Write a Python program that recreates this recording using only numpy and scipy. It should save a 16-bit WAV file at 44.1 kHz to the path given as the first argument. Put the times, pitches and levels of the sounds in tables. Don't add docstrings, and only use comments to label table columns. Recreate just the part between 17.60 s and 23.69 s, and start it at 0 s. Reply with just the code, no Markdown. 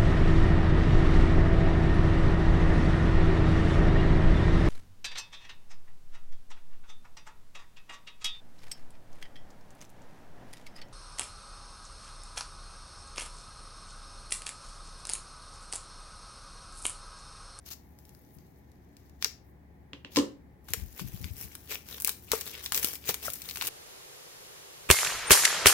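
import sys
import numpy as np
from scipy import signal
from scipy.fft import rfft, irfft, next_fast_len
from scipy.io import wavfile
from scipy.ndimage import uniform_filter1d, map_coordinates

SR = 44100
rng = np.random.default_rng(int(sys.argv[2]) if len(sys.argv) > 2 else 0)


def to_wav(s):
    ch = np.atleast_2d(s).T
    pcm = np.round(np.clip(ch, -1, 1) * 32767)
    wavfile.write(sys.argv[1], SR, pcm.astype(np.int16))


N = 268569

# start in seconds, length in seconds, coarse rub in dB, fine fizz in dB.
STROKES = [(3.096, 0.024, -52, -49), (3.138, 0.085, -60, -54), (3.395, 0.017, -42, -42.5),
           (3.448, 0.25, -54, -54.5), (3.783, 0.07, -51.5, -44), (3.903, 0.05, -57.5, -53),
           (4.112, 0.033, -36.5, -37.5), (4.289, 0.085, -48, -46.5), (4.477, 0.015, -40, -34.5),
           (4.738, 0.0073, -32, -37), (4.773, 0.049, -45.5, -41.5), (4.865, 0.056, -44, -45.5),
           (4.929, 0.078, -45, -58), (5.046, 0.025, -47, -41.5), (5.149, 0.04, -40, -32),
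           (5.228, 0.067, -40.5, -33.5), (5.324, 0.028, -48.5, -41), (5.484, 0.022, -32.5, -34.5),
           (5.634, 0.051, -40.5, -38), (5.716, 0.28, -52.5, -46), (6.025, 0.15, -40, -39)]
STROKE_ATTACK_S, STROKE_RELEASE_S = 0.041, 0.035
HANDLING, CRUMPLING = (3.085, 3.0), (4.7, 1.385)
HELD_RUB_DB, HELD_FIZZ_DB = -64.5, -56
# start in seconds, level in dB, 1 kHz body in dB, 11 kHz sheen in dB.
SNAPS = [(3.0866, -42.5, 7.5, -4.5), (3.1357, -21, -3, -3), (3.395, -37, 7.5, -7.5),
         (3.6431, -37, -5.5, -8.5), (3.9525, -36.5, 2.5, 0.5), (4.1176, -39, 5, -1.5),
         (4.382, -41.5, -1, -12), (4.4013, -31.5, -1, 8), (4.408, -35, -3, 9.5), (4.4212, -27.5, 4, 13),
         (4.447, -18.5, -13, 3.5), (4.474, -21, -28, 6.5), (4.4809, -30, 11.5, 1), (4.493, -22.5, -8.5, 0),
         (4.7173, -17.5, 2.5, -3), (4.7321, -32.5, 5, -3), (4.8106, -29, -9, -3), (5.061, -29, -10, -11.5),
         (5.1216, -23, 3.5, -3), (5.1459, -21.5, -12, -3.5), (5.1621, -28.5, -13, 8),
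         (5.1775, -26.5, -2.5, -7.5), (5.2293, -26, -7, -0.5), (5.246, -18.5, -13, 0.5),
         (5.3545, -38, -10, -6), (5.4916, -21, -7.5, -2.5), (5.4975, -27.5, 7, -8.5),
         (5.5428, -25.5, -1.5, 0.5), (5.7022, -30, -22, 1.5), (5.7352, -29.5, -20, 8.5),
         (5.819, -35, -22, -3), (5.889, -35.5, -6.5, -11.5), (5.8974, -34.5, -19, -7.5),
         (5.9105, -34, -6.5, -8), (5.9584, -32.5, -2, -6.5), (5.972, -32.5, -0.5, -6.5),
         (6.012, -27, -3, -22), (6.023, -27, 2, -6), (6.0505, -34, -5, -3.5), (6.0702, -26.5, -14, -0.5),
         (6.0759, -26.5, -8, 1)]
REBOUND_S, REBOUND_DB = 0.0056, -11.5
SHIVER_DB, SHIVER_T60_S = -14, 0.035
CRINKLES_PER_S, CRINKLE_DB = 90, -2
SLIPS_PER_S = 900
# frequency in Hz, density in dB per Hz.
RUB_SPECTRUM = [(120, -32), (420, 8.5), (700, -8), (1300, -1), (2600, 4), (4500, 0.5), (7000, -3),
                (16000, -36.5)]
FIZZ_SPECTRUM = [(2000, -6), (4000, -7), (5500, 2), (8500, -2), (12000, 5), (15500, 9), (17000, -36.5)]
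SNAP_SPECTRUM = [(100, 3), (400, -19), (900, 5.5), (7000, 9), (16000, 9.5)]
# frequency in Hz, left-right likeness (1 is identical).
FOAM_ALIKE = [(300, 0.99), (1500, 0.24), (5000, 0.029), (15000, 0.083)]
# start in seconds, level in dB, settled pitch in Hz, t60 in seconds, higher ring in dB.
FLEXES = [(1.656, -34, 409, .03, -4), (3.14, -31.5, 425, 0.03, 2), (4.447, -28.5, 293, 0.0086, -20),
          (4.492, -33, 330, 0.0089, -10), (4.733, -19, 426, 0.056, -2), (5.2447, -15, 260, 0.0077, -13),
          (5.49, -25, 224, 0.035, -22), (5.493, -21, 395, 0.028, -10), (5.681, -20.5, 550, 0.015, 0.5)]
FLEX_SAG, FLEX_SAG_S = 0.15, 0.008
RING_HZ = 1340

# start in seconds, level
# in dB, 1 kHz body in dB, 11 kHz sheen in dB.
BLADES = [(0.0628, -36.5, -6, 5), (0.3884, -43.5, 8, 11), (0.4527, -44, -15, 4), (0.4926, -42, -3, 7),
          (0.5493, -45.5, 5, 5.5), (0.786, -48, 2, 1), (1.1172, -53.5, -7.5, 2), (1.3678, -44.5, -15, 0),
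          (1.4964, -50, -1, 1.5), (1.6254, -18.5, -5.5, -7.5), (1.6457, -10, -8, -7),
          (1.648, -25.5, 6.5, -17.5), (1.6565, -27, 3.5, -22)]
# start in seconds, length in seconds, level in dB.
PUSHES = [(0.067, 0.025, -41), (0.112, 0.024, -34), (0.387, 0.5, -67), (1.365, 0.13, -65.5),
          (1.622, 0.057, -42), (2.523, 0.028, -44.5), (2.567, 0.015, -29)]
PUSH_ATTACK_S, PUSH_RELEASE_S = 0.018, 0.012
CUTTING, GLIDE_DB = (0.0, 1.6), -70.5
# start in seconds, length in seconds, level in dB.
SHEARS = [(0.03, 0.45, -70), (0.4, 0.37, -64.5), (0.76, 0.24, -71), (1.85, 0.061, -69)]
TICKS_PER_S, TICK_DB = 14, 0.5
STRAY_SPREAD_DB = 4
# frequency in Hz, density in dB per Hz.
GLIDE_SPECTRUM = [(300, -10), (1500, -6.5), (3500, 0), (6500, 1.5), (9000, -10), (13000, 3), (16000, -1.5)]
AIRY_SPECTRUM = [(5000, -24.5), (12500, -2), (16000, 1)]
STEEL_SPECTRUM = [(100, -35.5), (900, -5), (2200, 6), (3000, 0), (3800, 4.5), (5400, 9), (8800, 1),
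                  (14000, 4)]
# frequency in Hz, level in dB, t60 in seconds.
SCISSOR_RING = [(1850, -18, 0.04), (2253, -13, 0.045), (2780, -9.5, 0.05), (5250, -9, 0.045),
                (7316, -16, 0.035)]

# start in seconds, knock in dB, tick in dB, 11 kHz sheen in dB.
LANDING = [(2.3325, -45.5, -38.5, -25.5), (2.448, -47.5, -38.5, -27), (2.5605, -41, -24.5, -2),
           (2.5695, -18, -22, 4), (2.5868, -26, -27.5, -2), (2.597, -44.5, -36, -5.5)]
# frequency in Hz, level in dB, t60 in seconds, left minus right in dB.
TABLE_MODES = [(214, -13, 0.061, -1), (285.6, 5.5, 0.11, 4.5), (341.7, -12, 0.21, -6), (431, -4.5, 0.1, 3),
               (531, -1, 0.065, -1), (887, -14, 0.08, 4.5), (1031, -6.5, 0.07, 2.5), (1350, -14, 0.051, 6)]
SWELL_CYCLES = 1.5
# frequency in Hz, density in dB per Hz.
HANDLE_SPECTRUM = [(200, -2), (1300, -5), (1900, 4), (2300, 1.5), (2850, 11), (3700, 9), (7300, 7),
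                   (16000, -19.5)]
WOOD_SPECTRUM = [(60, -11), (125, 2), (300, 8), (540, 7), (680, -13.5), (1050, -0.5), (1500, -15.5),
                 (4000, -32.5)]

# start in seconds, level in dB, pitch in Hz.
BUMPS = [(0.764, -48.5, 135), (3.1, -38, 81.5), (3.17, -37.5, 95), (3.22, -33.5, 72.4),
         (3.41, -37.5, 144.5), (3.445, -31.5, 110), (3.536, -33.5, 86.5), (3.6, -34.5, 101),
         (3.64, -34, 92), (3.706, -35, 86), (3.836, -38, 73)]
BLADES_LEFT_DB, FOAM_LEFT_DB, BUMPS_LEFT_DB = 6, 5, 12

# frequency in Hz, density in dB per Hz.
AIR_SPECTRUM = [(30, -1), (100, -2), (180, -4), (400, -13), (570, -18), (780, -16.5), (1300, -29.5),
                (1520, -28.5), (1800, -23.5), (2200, -27), (2700, -38), (8500, -46.5), (15500, -40)]
# frequency in Hz, left-right likeness.
AIR_ALIKE = [(60, 0.72), (290, 0.83), (640, 0), (3000, 0)]
# frequency in Hz, level in dB.
TONES = [(285.3, -71), (360.7, -74), (839.8, -79)]
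# frequency in Hz, t60 in seconds.
ROOM_DECAY = [(200, 0.41), (1000, 0.3), (4000, 0.29), (14000, 0.24)]
TOP_HZ = 16200


def foam():
    moves = [(*HANDLING, HELD_RUB_DB, HELD_FIZZ_DB), *STROKES]
    rub_moves = [(s, length, db) for s, length, db, _ in moves]
    fizz_moves = [(s, length, db) for s, length, _, db in moves]
    rub_db = gestures(rub_moves, STROKE_ATTACK_S, STROKE_RELEASE_S)
    fizz_db = gestures(fizz_moves, STROKE_ATTACK_S, STROKE_RELEASE_S)
    grip_db = 1.2 * wobble(45)
    rub = crackle(RUB_SPECTRUM, SLIPS_PER_S, spread_db=3.8, grain_t60=.004, smooth=.35, patchy_db=3.1)
    fizz = crackle(FIZZ_SPECTRUM, SLIPS_PER_S, spread_db=4.1, grain_t60=.002, smooth=.35, patchy_db=2)
    rebounds = [(s + REBOUND_S, db + REBOUND_DB, body_db, sheen_db) for s, db, body_db, sheen_db in SNAPS]
    crinkle_db = (rub_db + fizz_db) / 2 + CRINKLE_DB
    crinkles = stray(CRUMPLING, CRINKLES_PER_S, crinkle_db, STRAY_SPREAD_DB, colour_db=1.5)
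    snaps = clicks([*SNAPS, *rebounds, *crinkles], SNAP_SPECTRUM, t60=0.014,
                   after_db=SHIVER_DB, after_t60=SHIVER_T60_S, echo=0.49, echo_s=0.00074)
    rubbing = amp(rub_db + grip_db - 3.5) * rub
    fizzing = amp(fizz_db + grip_db - 0.46) * fizz
    return (rubbing + fizzing + snaps) * pan(FOAM_LEFT_DB)


def flexes():
    out, t = np.zeros(N), np.arange(SR // 5) / SR
    for s, db, hz, t60, ring_db in FLEXES:
        noise = rng.standard_normal(len(t))
        flutter = unit(filtered(noise, lambda f: 1 / (1 + (f / (3.2 * hz)) ** 8)))
        phase = 2 * np.pi * hz * np.cumsum(1 + FLEX_SAG * np.exp(-t / FLEX_SAG_S)) / SR
        wall = amp(-60 * t / t60) * (np.sin(phase) + 0.3 * flutter)
        ring = amp(ring_db - 60 * t / 0.018) * np.sin(2 * np.pi * RING_HZ * t)
        onset = 1 - np.exp(-t / 0.0008)
        add(out, s, amp(db) * (wall + ring) * onset)
    return out * pan(8)


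def scissors():
    slide_db = gestures([(*CUTTING, GLIDE_DB), *PUSHES], PUSH_ATTACK_S, PUSH_RELEASE_S)
    friction = crackle(GLIDE_SPECTRUM, SLIPS_PER_S, spread_db=3, grain_t60=.004, smooth=.7, patchy_db=1.5)
    shear_db = gestures(SHEARS, STROKE_ATTACK_S, STROKE_RELEASE_S) + 2 * wobble(38)
    cells = crackle(AIRY_SPECTRUM, SLIPS_PER_S, spread_db=4, grain_t60=.004, smooth=.5, patchy_db=1)
    ticks = stray(CUTTING, TICKS_PER_S, slide_db + TICK_DB, STRAY_SPREAD_DB, colour_db=0)
    contacts = clicks([*BLADES, *ticks], STEEL_SPECTRUM, t60=0.0071,
                      after_db=-13.0, after_t60=0.045, echo=0.45, echo_s=0.0025)
    ring = steel_ring([(s, db - 10, sheen_db) for s, db, _, sheen_db in BLADES])
    sliding = amp(slide_db - 5.5) * friction
    rustle = amp(shear_db) * cells
    steel = amp(-8.5) * (contacts + ring)
    return (sliding + rustle + steel) * pan(BLADES_LEFT_DB)


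def steel_ring(blows):
    out, t = np.zeros(N), np.arange(SR // 5) / SR
    for s, blow_db, sheen_db in blows:
        for hz, db, t60 in SCISSOR_RING:
            level_db = blow_db + db + 2 * rng.standard_normal() + sheen_db * (hz > 4500)
            add(out, s, amp(level_db - 60 * t / t60) * np.sin(2 * np.pi * hz * t))
    return out


def table():
    wood, t = np.zeros((2, N)), np.arange(SR // 2) / SR
    for s, knock_db, _, _ in LANDING:
        ring = np.zeros((2, len(t)))
        for hz, level_db, t60, left_db in TABLE_MODES:
            swell = 1 - np.exp(-t * hz / SWELL_CYCLES)
            ring += pan(left_db) * amp(level_db - 60 * t / t60) * np.sin(2 * np.pi * hz * t) * swell
        dense = stereo(rng.standard_normal((2, len(t))), WOOD_SPECTRUM, FOAM_ALIKE)
        thud = amp(-9.0 - 60 * t / 0.27) * dense * (1 - np.exp(-t / 0.002))
        add(wood, s, amp(knock_db) * (ring + thud))
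    rows = [(s, tick_db, 0, sheen_db) for s, _, tick_db, sheen_db in LANDING]
    ticks = clicks(rows, HANDLE_SPECTRUM, t60=0.0089, after_db=-14, after_t60=0.19,
                   echo=1.0, echo_s=0.00083, sheen_from_hz=2700)
    steel = steel_ring([(s, tick_db, sheen_db) for s, _, tick_db, sheen_db in LANDING])
    return wood + ticks + steel


def bumps():
    out, t = np.zeros((2, N)), np.arange(SR // 4) / SR
    for s, db, hz in BUMPS:
        noise = rng.standard_normal((2, len(t)))
        thud = unit(filtered(noise, lambda f: 1 / (1 + (f / (1.64 * hz)) ** 4)))
        envelope = amp(db + 6.5 - 60 * t / 0.096) * (1 - np.exp(-t / 0.011))
        add(out, s, envelope * (np.sin(2 * np.pi * hz * t) + 1.45 * thud))
    return out * pan(BUMPS_LEFT_DB)


def background():
    t = np.arange(N) / SR
    air = amp(-55.5) * stereo(rng.standard_normal((2, N)), AIR_SPECTRUM, AIR_ALIKE)
    hum = amp(-57.5 + 1.5 * wobble(2.5)) * np.sin(2 * np.pi * 71 * t + .5 * wobble(4))
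    tones = np.zeros(N)
    for hz, db in TONES:
        level = np.sqrt(2) * amp(db - 2.5 + 2.6 * wobble(2.7))
        tones += level * np.sin(2 * np.pi * hz * t + wobble(6))
    return (air + hum + tones) * pan(1.9)


def room(x):
    hz, t, z = signal.stft(rng.standard_normal((2, SR // 2)), SR, nperseg=256)
    decay = amp(-60 * t / along(ROOM_DECAY, hz)[:, None]) * (1 - np.exp(-t / 0.0013))
    tail = signal.istft(z * decay, SR, nperseg=256)[1]
    return signal.fftconvolve(x, tail / np.linalg.norm(tail[0]), axes=1)[:, :N]


def clicks(rows, spectrum, t60, after_db, after_t60, echo, echo_s, sheen_from_hz=4500):
    out, t = np.zeros((2, N)), np.arange(SR // 10) / SR
    lead, span = SR // 500, SR // 250
    for s, db, body_db, sheen_db in rows:
        decay = amp(-60 * t / t60) + amp(after_db - 60 * t / after_t60)
        shiver = rng.standard_normal((2, len(t))) * decay
        bounce = round(echo_s * rng.uniform(.6, 1.3) * SR)
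        shiver[0, [0, bounce]] += 6 * np.array([1, echo])
        pair = stereo(np.pad(shiver, ((0, 0), (lead, 0))), spectrum, FOAM_ALIKE)
        tilt = [(1400, body_db), (2400, 0), (sheen_from_hz, 0), (9000, sheen_db)]
        pair = filtered(pair, lambda hz: amp(along(tilt, hz)))
        loudness = np.sqrt(np.sum(pair[:, :lead + span] ** 2) / (2 * span))
        add(out, s - lead / SR, amp(db) * pair / loudness)
    return out


def crackle(spectrum, rate, spread_db, grain_t60, smooth, patchy_db):
    count = int(rate * N / SR)
    when, size = rng.random((count, 2)).T
    strength = amp(-spread_db * np.log(np.maximum(size, .01))) ** 2
    slips = np.bincount((when * N).astype(int), strength, N)
    t = np.arange(SR // 50) / SR
    power = np.abs(signal.fftconvolve(slips, amp(-120 * t / grain_t60))[:N])
    grains = np.sqrt(power / power.mean() + smooth) * rng.standard_normal((2, N))
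    z = signal.stft(grains, nperseg=256)[2]
    field = uniform_filter1d(rng.standard_normal(z.shape[1:]), size=5, axis=0)
    field = uniform_filter1d(field, size=9, axis=1)
    patchy = signal.istft(z * amp(patchy_db * unit(field)), nperseg=256)[1][:, :N]
    return stereo(patchy, spectrum, FOAM_ALIKE)


def gestures(rows, attack_s, release_s):
    t, power = np.arange(N) / SR, np.full(N, 1e-12)
    for s, length, db in rows:
        outside = np.maximum((s - t) / attack_s, (t - s - length) / release_s)
        power += amp(db - 20 * np.clip(outside, 0, 10)) ** 2
    return 10 * np.log10(power)


def stray(span, per_s, level_db, spread_db, colour_db):
    start, length = span
    count = round(per_s * length)
    s = start + length * rng.uniform(.01, 1, count)
    size, body, sheen = np.clip(rng.standard_normal((count, 3)), -2, 2).T
    click_db = level_db[(s * SR).astype(int)] + spread_db * size
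    return np.column_stack([s, click_db, colour_db * body, colour_db * sheen])


def stereo(pair, spectrum, alike):
    turn = lambda hz: np.arccos(np.clip(along(alike, hz), -1, 1)) / 2
    weights = lambda hz: amp(along(spectrum, hz)) * [np.cos(turn(hz)), np.sin(turn(hz))]
    mid, side = filtered(pair, weights)
    return unit(np.array([mid + side, mid - side]))


def pan(db):
    return unit(amp([[db / 2], [-db / 2]]))


def add(track, s, sound):
    part = track[..., round(s * SR):][..., :sound.shape[-1]]
    part += sound[..., :part.shape[-1]]


def filtered(x, response):
    n = x.shape[-1]
    m = next_fast_len(n + 2048)
    return irfft(rfft(x, m) * response(np.fft.rfftfreq(m, 1 / SR)), m)[..., :n]


def wobble(rate):
    knots = rng.standard_normal(int(N * rate / SR) + 4)
    return map_coordinates(knots, [np.arange(N) * rate / SR])


def along(points, hz):
    f, v = np.transpose(points)
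    return np.interp(np.log(hz + 1), np.log(f + 1), v)


def unit(x):
    return x / np.sqrt(np.mean(x ** 2) + 1e-20)


def amp(db):
    return 10 ** (np.asarray(db) / 20)


def scene():
    delay_s = np.array([[0], [.00009]])
    later = lambda x: filtered(x, lambda hz: np.exp(-2j * np.pi * hz * delay_s))
    near = later(foam() + scissors() + table() + bumps())
    knocks = later(flexes())
    return near + knocks + amp(-10.5) * room(near + knocks / 2) + background()


def record(dry):
    return filtered(dry, lambda hz: (hz < TOP_HZ) * (1 - 1 / (1 + (hz / 42) ** 6)))


dry = scene()
out = record(dry)
to_wav(out)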